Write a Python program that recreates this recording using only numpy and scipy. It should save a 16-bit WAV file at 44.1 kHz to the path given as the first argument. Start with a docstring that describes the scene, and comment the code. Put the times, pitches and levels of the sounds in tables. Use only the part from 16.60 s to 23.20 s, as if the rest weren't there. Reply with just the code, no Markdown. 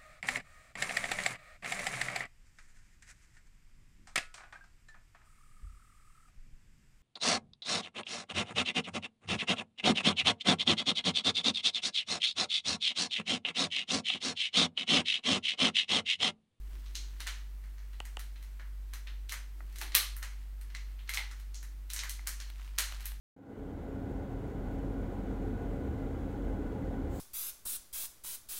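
"""Sharp plastic clicks come from a remote control being handled in a quiet room.
Its keys and case snap and ring, springy domes pop under firm presses, and the walls answer briefly.
Fingers slide and tap on the plastic; one key goes down and up right beside the microphone, dry and close.
Behind it all, an appliance motor hums low, with a slight throb, over a faint rumble and hiss."""
import sys
import numpy as np
from scipy import signal
from scipy.fft import rfft, irfft, next_fast_len
from scipy.io import wavfile
from scipy.ndimage import map_coordinates

SR = 44100
rng = np.random.default_rng(int(sys.argv[2]) if len(sys.argv) > 2 else 0)


def int16_out(signal):
    """Quantize to a 16-bit WAV file."""
    q = np.round(np.clip(np.atleast_2d(signal).T, -1, 1) * 32767)
    wavfile.write(sys.argv[1], SR, q.astype(np.int16))


N = 291060  # 6.6 seconds


def amp(db):
    """Turn decibels into a number to multiply by."""
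    return 10 ** (np.asarray(db) / 20)


def value_at(points, hz):
    """Read between (pitch_hz, value) points on a logarithmic pitch scale."""
    pitches, values = np.transpose(points)
    return np.interp(np.log(hz + 1), np.log(pitches + 1), values)


def wobble(rate_hz):
    """A smooth random curve that passes through rate_hz new values a second."""
    values = rng.standard_normal(int(N * rate_hz / SR) + 4)
    return map_coordinates(values, [np.arange(N) * rate_hz / SR])


def filtered(sound, gain_at):
    """Turn each frequency of a sound up or down by gain_at(hz)."""
    size = next_fast_len(N + SR // 2)
    return irfft(rfft(sound, size) * gain_at(np.fft.rfftfreq(size, 1 / SR)), size)[:N]


def coloured(noise, spectrum):
    """Shape noise with (pitch_hz, level_db) points, then set its average (rms) level to 1."""
    shaped = filtered(noise, lambda hz: amp(value_at(spectrum, hz)))
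    return shaped / np.sqrt(np.mean(shaped ** 2) + 1e-20)


def swells(rows, rise_db_per_s, fall_db_per_s):
    """A volume curve: each event fades in up to its start, holds for its length, then fades out."""
    t = np.arange(N) / SR
    gain = np.zeros(N)
    for start_s, length_s, level_db in rows:
        before_s = np.maximum(start_s - t, 0)
        after_s = np.maximum(t - start_s - length_s, 0)
        gain += amp(level_db - rise_db_per_s * before_s - fall_db_per_s * after_s)
    return gain


def add(track, start_s, sound):
    """Mix a sound into the track at the given time."""
    start = max(round(start_s * SR), 0)
    part = track[start:start + len(sound)]
    part += sound[:len(part)]


# Tone of the building's rumble and of the hiss: pitch_hz, relative_db
RUMBLE_SPECTRUM = [(15, -34), (45, 13.5), (62, -1.5), (105, -5.5), (135, -5), (200, -5.5), (330, -10),
                   (520, -15), (1200, -33)]
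HISS_SPECTRUM = [(100, -7), (400, -6.5), (800, 0), (2000, 0), (3200, -5), (4200, -5.5), (7000, -8.5),
                 (9300, -7.5), (10500, -11), (12500, -5.5), (15500, -8.5), (16500, -5.5)]
def room_air(rumble_db=-66, hiss_db=-66):
    """The building rumbles low under a smooth hiss."""
    rumble = amp(rumble_db) * coloured(rng.standard_normal(N), RUMBLE_SPECTRUM)
    hiss = amp(hiss_db) * coloured(rng.standard_normal(N), HISS_SPECTRUM)
    return rumble + hiss


# Jolts of the microphone: start_s, length_s, level_db
JOLTS = [(0, 0.018, -54), (3.25, .05, -62), (5.62, .15, -58.5), (6.4, .15, -56)]
# Tone of the shaking: pitch_hz, relative_db
SHAKE_SPECTRUM = [(8, -21), (20, 16), (30, -4.5), (45, -7.5), (62, 5), (100, -27), (200, -18), (500, -75)]
def microphone_shake(resting_db=-72):
    """The hand holding the microphone makes a deep rumble that swells with each jolt."""
    gain = amp(resting_db) + swells(JOLTS, rise_db_per_s=53, fall_db_per_s=49)
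    return gain * coloured(rng.standard_normal(N), SHAKE_SPECTRUM)


# Weak tones above the hum: pitch_multiple, relative_db
OVERTONES = [(2, -30), (3, -54.5), (6, -55)]
# How deeply the hum throbs (a minus sign flips the beat): time_s, depth_db
THROB_DEPTH = [(0, 1.2), (4.3, 0), (4.6, -0.8), (6.6, 1.5)]
# Thin steady whines, in two matching lists: pitch_hz and level_db
WHINE_HZ = (90, 105.5, 199.8, 310.6)
WHINE_DB = (-76, -74, -78, -80.5)
def motor_hum(level_db=-42, pitch_hz=48.8, throb_hz=7.7, flutter_db=0.9):
    """A turning induction motor makes a low, throbbing tone, weak overtones and thin whines."""
    t = np.arange(N) / SR
    turn = 2 * np.pi * t  # phase of a 1 Hz tone
    overtones = sum(amp(db) * np.sin(multiple * pitch_hz * turn + 0.52 * wobble(2.38))
                    for multiple, db in OVERTONES)
    hum = np.sin(pitch_hz * turn) + overtones
    whine = sum(amp(db) * np.sin(hz * turn + 0.42 * wobble(2.62)) for hz, db in zip(WHINE_HZ, WHINE_DB))
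    depth_db = np.interp(t, *np.transpose(THROB_DEPTH))
    throb_db = depth_db * np.sin(throb_hz * turn + wobble(1.81))
    unsteady_db = flutter_db * wobble(8.5)
    return np.sqrt(2) * (amp(level_db + throb_db + unsteady_db) * hum + whine)


# How long the room takes to fade by 60 dB: pitch_hz, fade_s
ROOM_FADE = [(200, 0.11), (600, 0.38), (1500, 0.36), (3000, 0.38), (6000, 0.38), (10000, 0.29),
             (16000, 0.2)]
def room_tail(build_s, late_db, late_stretch):
    """The walls' blurred answer, at energy 1; a faint part lasts late_stretch times as long."""
    hz, t, noise = signal.stft(rng.standard_normal(SR * 2 // 3), SR, nperseg=256)
    fade_s = value_at(ROOM_FADE, hz)[:, None]
    fade = amp(-60 * t / fade_s) + amp(late_db - 60 * t / (late_stretch * fade_s))
    tail = signal.istft(noise * fade, SR, nperseg=256)[1]
    age_s = np.arange(len(tail)) / SR
    tail *= 1 - np.exp(-(age_s / build_s) ** 2)
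    return tail / np.linalg.norm(tail)


# Movements of the hands: start_s, length_s, level_db
RUSTLES = [(0, 0.6, -70), (3.08, 0.32, -68)]
# Tone of the rustle: pitch_hz, relative_db
RUSTLE_SPECTRUM = [(80, -14), (150, -5.5), (350, 5.5), (480, -9), (1000, -18.5)]
def hand_rustle(uneven_db=3.0):
    """A soft, dull rustle comes and goes as the hands move."""
    gain = swells(RUSTLES, rise_db_per_s=62, fall_db_per_s=110)
    return gain * amp(uneven_db * wobble(15)) * coloured(rng.standard_normal(N), RUSTLE_SPECTRUM)


# Fingers sliding on the plastic: start_s, length_s, relative_db
SLIDES = [(0.121, 0.69, -62), (1.093, 0.93, -70.5), (2.318, 0.034, -67.5), (3.1, .72, -63.5),
          (4.18, 0.64, -65), (5.354, 0.53, -63.5), (6.006, 0.059, -57), (6.286, .17, -51.5)]
# Tone of the rubbing: pitch_hz, relative_db
RUB_SPECTRUM = [(300, -25), (900, 0.5), (2000, 4), (4200, -1.5), (7000, -6.5), (16000, -14)]
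def finger_slides(gain_db=-4, roughness=1.1, grain_samples=32):
    """Fingers stick and slip on the case, making faint grains of noise of very uneven strength."""
    noise = rng.standard_normal(N)
    strengths = np.exp(roughness * rng.standard_normal(N // grain_samples + 1) / 2)
    grains = noise * np.repeat(strengths, grain_samples)[:N]
    gain = amp(gain_db) * swells(SLIDES, rise_db_per_s=128, fall_db_per_s=128)
    return gain * coloured(grains, RUB_SPECTRUM)


# Notes left hanging by firm presses: start_s, pitch_hz, relative_db
HOLLOW_NOTES = [(.353, 3810, -57), (3.215, 855, -47.5), (3.351, 1200, -38.5), (3.352, 427, -54),
                (4.58, 865, -49), (6.186, 1470, -45)]
def hollow_case(decay_s=0.0038, gain_db=27):
    """A firm press sounds a short note in the hollow case, and the walls draw it out."""
    out, t = np.zeros(N), np.arange(SR // 25) / SR
    for start_s, pitch_hz, db in HOLLOW_NOTES:
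        note = np.exp(-t / decay_s) * np.sin(2 * np.pi * pitch_hz * t)
        ring = signal.fftconvolve(note, room_tail(build_s=0.00037, late_db=-40, late_stretch=1.2))
        add(out, start_s, amp(db + gain_db) * ring / np.linalg.norm(ring))
    return out


# The close key going down, then up: start_s, level_db
KEY_STROKES = [(1.4025, -30.5), (1.5698, -31)]
# The tones it rings with: pitch_hz, relative_db, rise_s
KEY_TONES = [(7450, -2, 0.000082), (4450, -15.5, 0.00066), (2890, 0.5, 0.0005), (1870, -12.5, 0.001),
             (1270, -7.5, 0.00045), (855, -3, 0.00063), (540, -13, 0.00066), (290, -39, 0.00044)]
def close_key(room_db=-16, travel_at_1khz_s=0.00155):
    """High tones travel faster through bending plastic, so each stroke is a tiny falling chirp."""
    out, t = np.zeros(N), np.arange(SR // 50) / SR
    for start_s, level_db in KEY_STROKES:
        stroke = np.zeros(len(t))
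        for pitch_hz, relative_db, rise_s in KEY_TONES:
            delay_s = travel_at_1khz_s * min((1000 / pitch_hz) ** 2, 1.4)
            age_s = np.maximum(t - delay_s, 0)
            swell = age_s / rise_s * np.exp(1 - age_s / rise_s)
            detuned_hz = pitch_hz * (1 + rng.normal(0, 0.0097))
            stroke += amp(level_db + relative_db) * swell * np.sin(2 * np.pi * detuned_hz * age_s)
        add(out, start_s, stroke)
        tail = room_tail(build_s=0.0045, late_db=-28, late_stretch=1.2)
        add(out, start_s, amp(room_db) * signal.fftconvolve(stroke, tail))
    return out


# Springy domes giving way under the keys: start_s, level_db
POPS = [(2.722, -29), (4.1492, -32), (4.4928, -23.5), (4.5734, -20), (5.4355, -31), (5.593, -40.5)]
def dome_pops(pitch_hz=2086, decay_s=0.0017, bass_cut_hz=1300, room_db=-3.5):
    """A dome buckles with one short, hard knock; it is too small to give off bass."""
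    out, t = np.zeros(N), np.arange(SR // 50) / SR
    note = np.exp(-t / decay_s) * np.sin(2 * np.pi * pitch_hz * t)
    pop = signal.lfilter(*signal.butter(2, bass_cut_hz, 'high', fs=SR), note)
    for start_s, level_db in POPS:
        add(out, start_s, amp(level_db) * pop)
        tail = room_tail(build_s=0.0023, late_db=-45, late_stretch=1.1)
        add(out, start_s, amp(level_db + room_db) * signal.fftconvolve(pop, tail))
    return out


def snap(decay_s, samples=512):
    """A catch lets go in a burst of tiny slips, spread evenly over all pitches, at energy 1."""
    t = np.arange(samples) / SR
    fade = np.exp(-t / decay_s) * (1 - np.exp(-4 * t / decay_s))
    spectrum = rfft(rng.standard_normal(samples) * fade)
    burst = irfft(spectrum / np.abs(spectrum)) * np.sqrt(fade)
    return burst / np.linalg.norm(burst)


def shortest_ring(gains):
    """The quickest ring with these gains from low to high pitch (minimum phase), at energy 1."""
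    cepstrum = irfft(np.log(np.maximum(gains, 1e-6)))
    half = len(cepstrum) // 2
    cepstrum[1:half] *= 2  # folding onto the first half packs the sound at its start
    cepstrum[half + 1:] = 0
    ring = irfft(np.exp(rfft(cepstrum)))
    return ring / np.linalg.norm(ring)


# Five bands that set a click's tone (knock, body, mid treble, snap, fizz): pitch_hz
BAND_HZ = [800, 1800, 3600, 6700, 12000]
# Pitches at which the plastic case rings: pitch_hz, width_hz, relative_db
CASE_RESONANCES = [(965, 67, -10), (1170, 1500, 1), (2053, 290, -5), (3020, 190, -9.5), (4154, 260, 2.5),
                   (6100, 1300, -2.5), (9040, 700, -2.5), (11900, 1170, -4)]
def case_ring(knock_db, body_db, snap_db, fizz_db):
    """The case rings after one click; the grip shifts its resonances a little each time."""
    hz = np.fft.rfftfreq(1024, 1 / SR)
    bands = zip(BAND_HZ, (knock_db, body_db, 0, snap_db, fizz_db))
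    tone = [(80, knock_db - 12), (330, knock_db - 4.5), *bands, (16000, fizz_db - 4)]
    peaks = np.zeros(len(hz))
    for pitch_hz, width_hz, db in CASE_RESONANCES:
        gripped_db = db + rng.normal(0, 2.5)
        gripped_hz = pitch_hz * (1 + rng.normal(0, 0.025))
        peaks += amp(gripped_db) / (1 + (2 * (hz - gripped_hz) / width_hz) ** 2)
    return shortest_ring(amp(value_at(tone, hz)) * (1 + peaks))


# Echoes from hard surfaces near the hand: delay_s, relative_db
ECHOES = [(.0061, -16), (.0088, -11), (0.012, -14), (0.0199, -9.5)]
def add_click(track, start_s, level_db, room_db, ring, hit_gain_db=18.5, tail_gain_db=16.5):
    """One click: a faint, muffled lead-in, a double snap ringing the case, echoes and the room."""
    bass_cut = signal.butter(1, 700, 'high', fs=SR)  # a small case gives off little bass
    treble_cut = signal.butter(1, 2200, fs=SR)
    burst = np.zeros(SR // 100)
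    add(burst, 0, snap(decay_s=0.00061))
    add(burst, 0.001212, amp(-3) * snap(decay_s=0.0011))
    hit = amp(level_db + hit_gain_db) * signal.fftconvolve(burst / np.linalg.norm(burst), ring)
    add(track, start_s, signal.lfilter(*bass_cut, hit))
    # the click's shielded direct sound arrives just before its louder reflection
    lead_in = signal.lfilter(*treble_cut, signal.fftconvolve(snap(decay_s=0.0016), ring))
    lead_in_db = level_db + hit_gain_db - 7 + min(room_db, 0)
    add(track, start_s - 0.0046, amp(lead_in_db) * lead_in)
    for delay_s, echo_db in ECHOES:
        add(track, start_s + delay_s, amp(echo_db - 2 + room_db / 2) * hit)
    tail = room_tail(build_s=0.0024, late_db=-47, late_stretch=1.1)
    add(track, start_s, amp(level_db + room_db + tail_gain_db) * signal.fftconvolve(tail, ring))


def case_ticks(typical_db=-57, spread_db=9.5):
    """The case gives one faint tick at a random moment in each finger slide."""
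    out = np.zeros(N)
    for start_s, length_s, _ in SLIDES:
        level_db = rng.normal(typical_db, spread_db)
        ring = case_ring(knock_db=-9, body_db=2, snap_db=-4, fizz_db=-1)
        add_click(out, start_s + length_s * rng.random(), level_db, room_db=4, ring=ring)
    return out


# Finger taps: start_s, relative_db, body_db (compared with the mid treble)
TAPS = [(3.0058, -43.5, 28), (5.594, -49, 13), (5.901, -45, -6), (5.9967, -48, 10), (6.3143, -51, 0),
        (6.323, -38.5, 1), (6.5187, -47.5, -1)]
def finger_taps(room_db=-12.5):
    """Fingers tap the case near the microphone, dull and dry."""
    out = np.zeros(N)
    for start_s, level_db, body_db in TAPS:
        ring = case_ring(knock_db=body_db, body_db=body_db, snap_db=-16, fizz_db=-9)
        add_click(out, start_s, level_db, room_db, ring)
    return out


# Clicks of the keys and case: start_s, relative_db, body_db, snap_db, fizz_db
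# (the last three are compared with the mid treble)
CLICKS = [(0.2623, -53, -9, -8, -37), (0.3535, -32.5, -12, -6.5, -16), (0.6037, -36, -2.5, -7, -10),
          (0.6694, -33, 14.5, 8, -3.5), (0.6751, -33, -2.5, -16, -16), (1.039, -55.5, 13, -2, -6),
          (1.182, -54.5, 7, -1, -36), (1.332, -54.5, -1, -15, -15), (1.453, -45, 8, 2, 1),
          (1.594, -40.5, 0.5, -4, -0.5), (1.7593, -53.5, 0.5, -15, -27), (1.9971, -45.5, 12.5, -9, -24),
          (2.4725, -43, -3, -18, -25), (2.6941, -36.5, -10, -8, -10.5), (2.7217, -32, 8, 0, 0),
          (3.1587, -44.5, 0.5, -4, -5), (3.185, -40.5, 0, 4, 3), (3.214, -32, 0, -7, -4.5),
          (3.3202, -42, -2, -9, -17), (3.3506, -12.5, -4.5, -7.5, 1), (3.566, -40, 16, 8, 19.5),
          (3.628, -35.5, 7, 1, -4), (4.0126, -50, 6, -1.5, 2), (4.1017, -53, 3, -9, -19),
          (4.1493, -40, 1, -3, -16.5), (4.3915, -52, -8, -42, -23), (4.4768, -51, -3, -8, -26),
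          (4.4935, -33, -2, -5.5, -3.5), (4.5375, -31.5, -3, -2, -8.5), (4.545, -33.5, -1, 2, 0),
          (4.573, -31, -4, -16, -14.5), (4.713, -45, 11, 4, -6), (4.9443, -44, -9, 5, -7),
          (4.955, -44.5, -5, 14, -25), (5.029, -46, 10, 5, 5), (5.3016, -37, -6.5, -4.5, -3.5),
          (5.3344, -31.5, 2.5, 9.5, 8.5), (5.3629, -33.5, 2, 5, -5), (5.3912, -31.5, -5.5, -2, -18),
          (5.4355, -36.5, 11, 1, 1), (5.495, -32.5, -9, -1.5, 0.5), (5.672, -28, 4, 6, 5.5),
          (5.8019, -39.5, 0.5, -1.5, -10), (6.1854, -20.5, -0.5, -1, -1), (6.4564, -33.5, -2, -5, 5.5)]
def key_clicks(ordinary_db=-34.5, ordinary_room_db=4, room_loss_per_db=0.041):
    """Keys and case click, each with its own tone; a firmer click has a smaller share of room sound."""
    out = np.zeros(N)
    for start_s, level_db, body_db, snap_db, fizz_db in CLICKS:
        room_db = ordinary_room_db - room_loss_per_db * (level_db - ordinary_db)
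        knock_db = body_db - 14
        add_click(out, start_s, level_db, room_db, case_ring(knock_db, body_db, snap_db, fizz_db))
    return out


def scene():
    """All the sounds meet at one microphone."""
    background = room_air() + microphone_shake() + motor_hum()
    hands = hand_rustle() + finger_slides() + case_ticks() + finger_taps()
    presses = hollow_case() + close_key() + dome_pops() + key_clicks()
    return (background + hands + presses)[None]


def record(dry):
    """The recorder steeply cuts off the very highest treble."""
    top_hz = 16000
    return np.array([filtered(channel, lambda hz: 1 / (1 + (hz / top_hz) ** 120)) for channel in dry])


dry = scene()
out = record(dry)
int16_out(out)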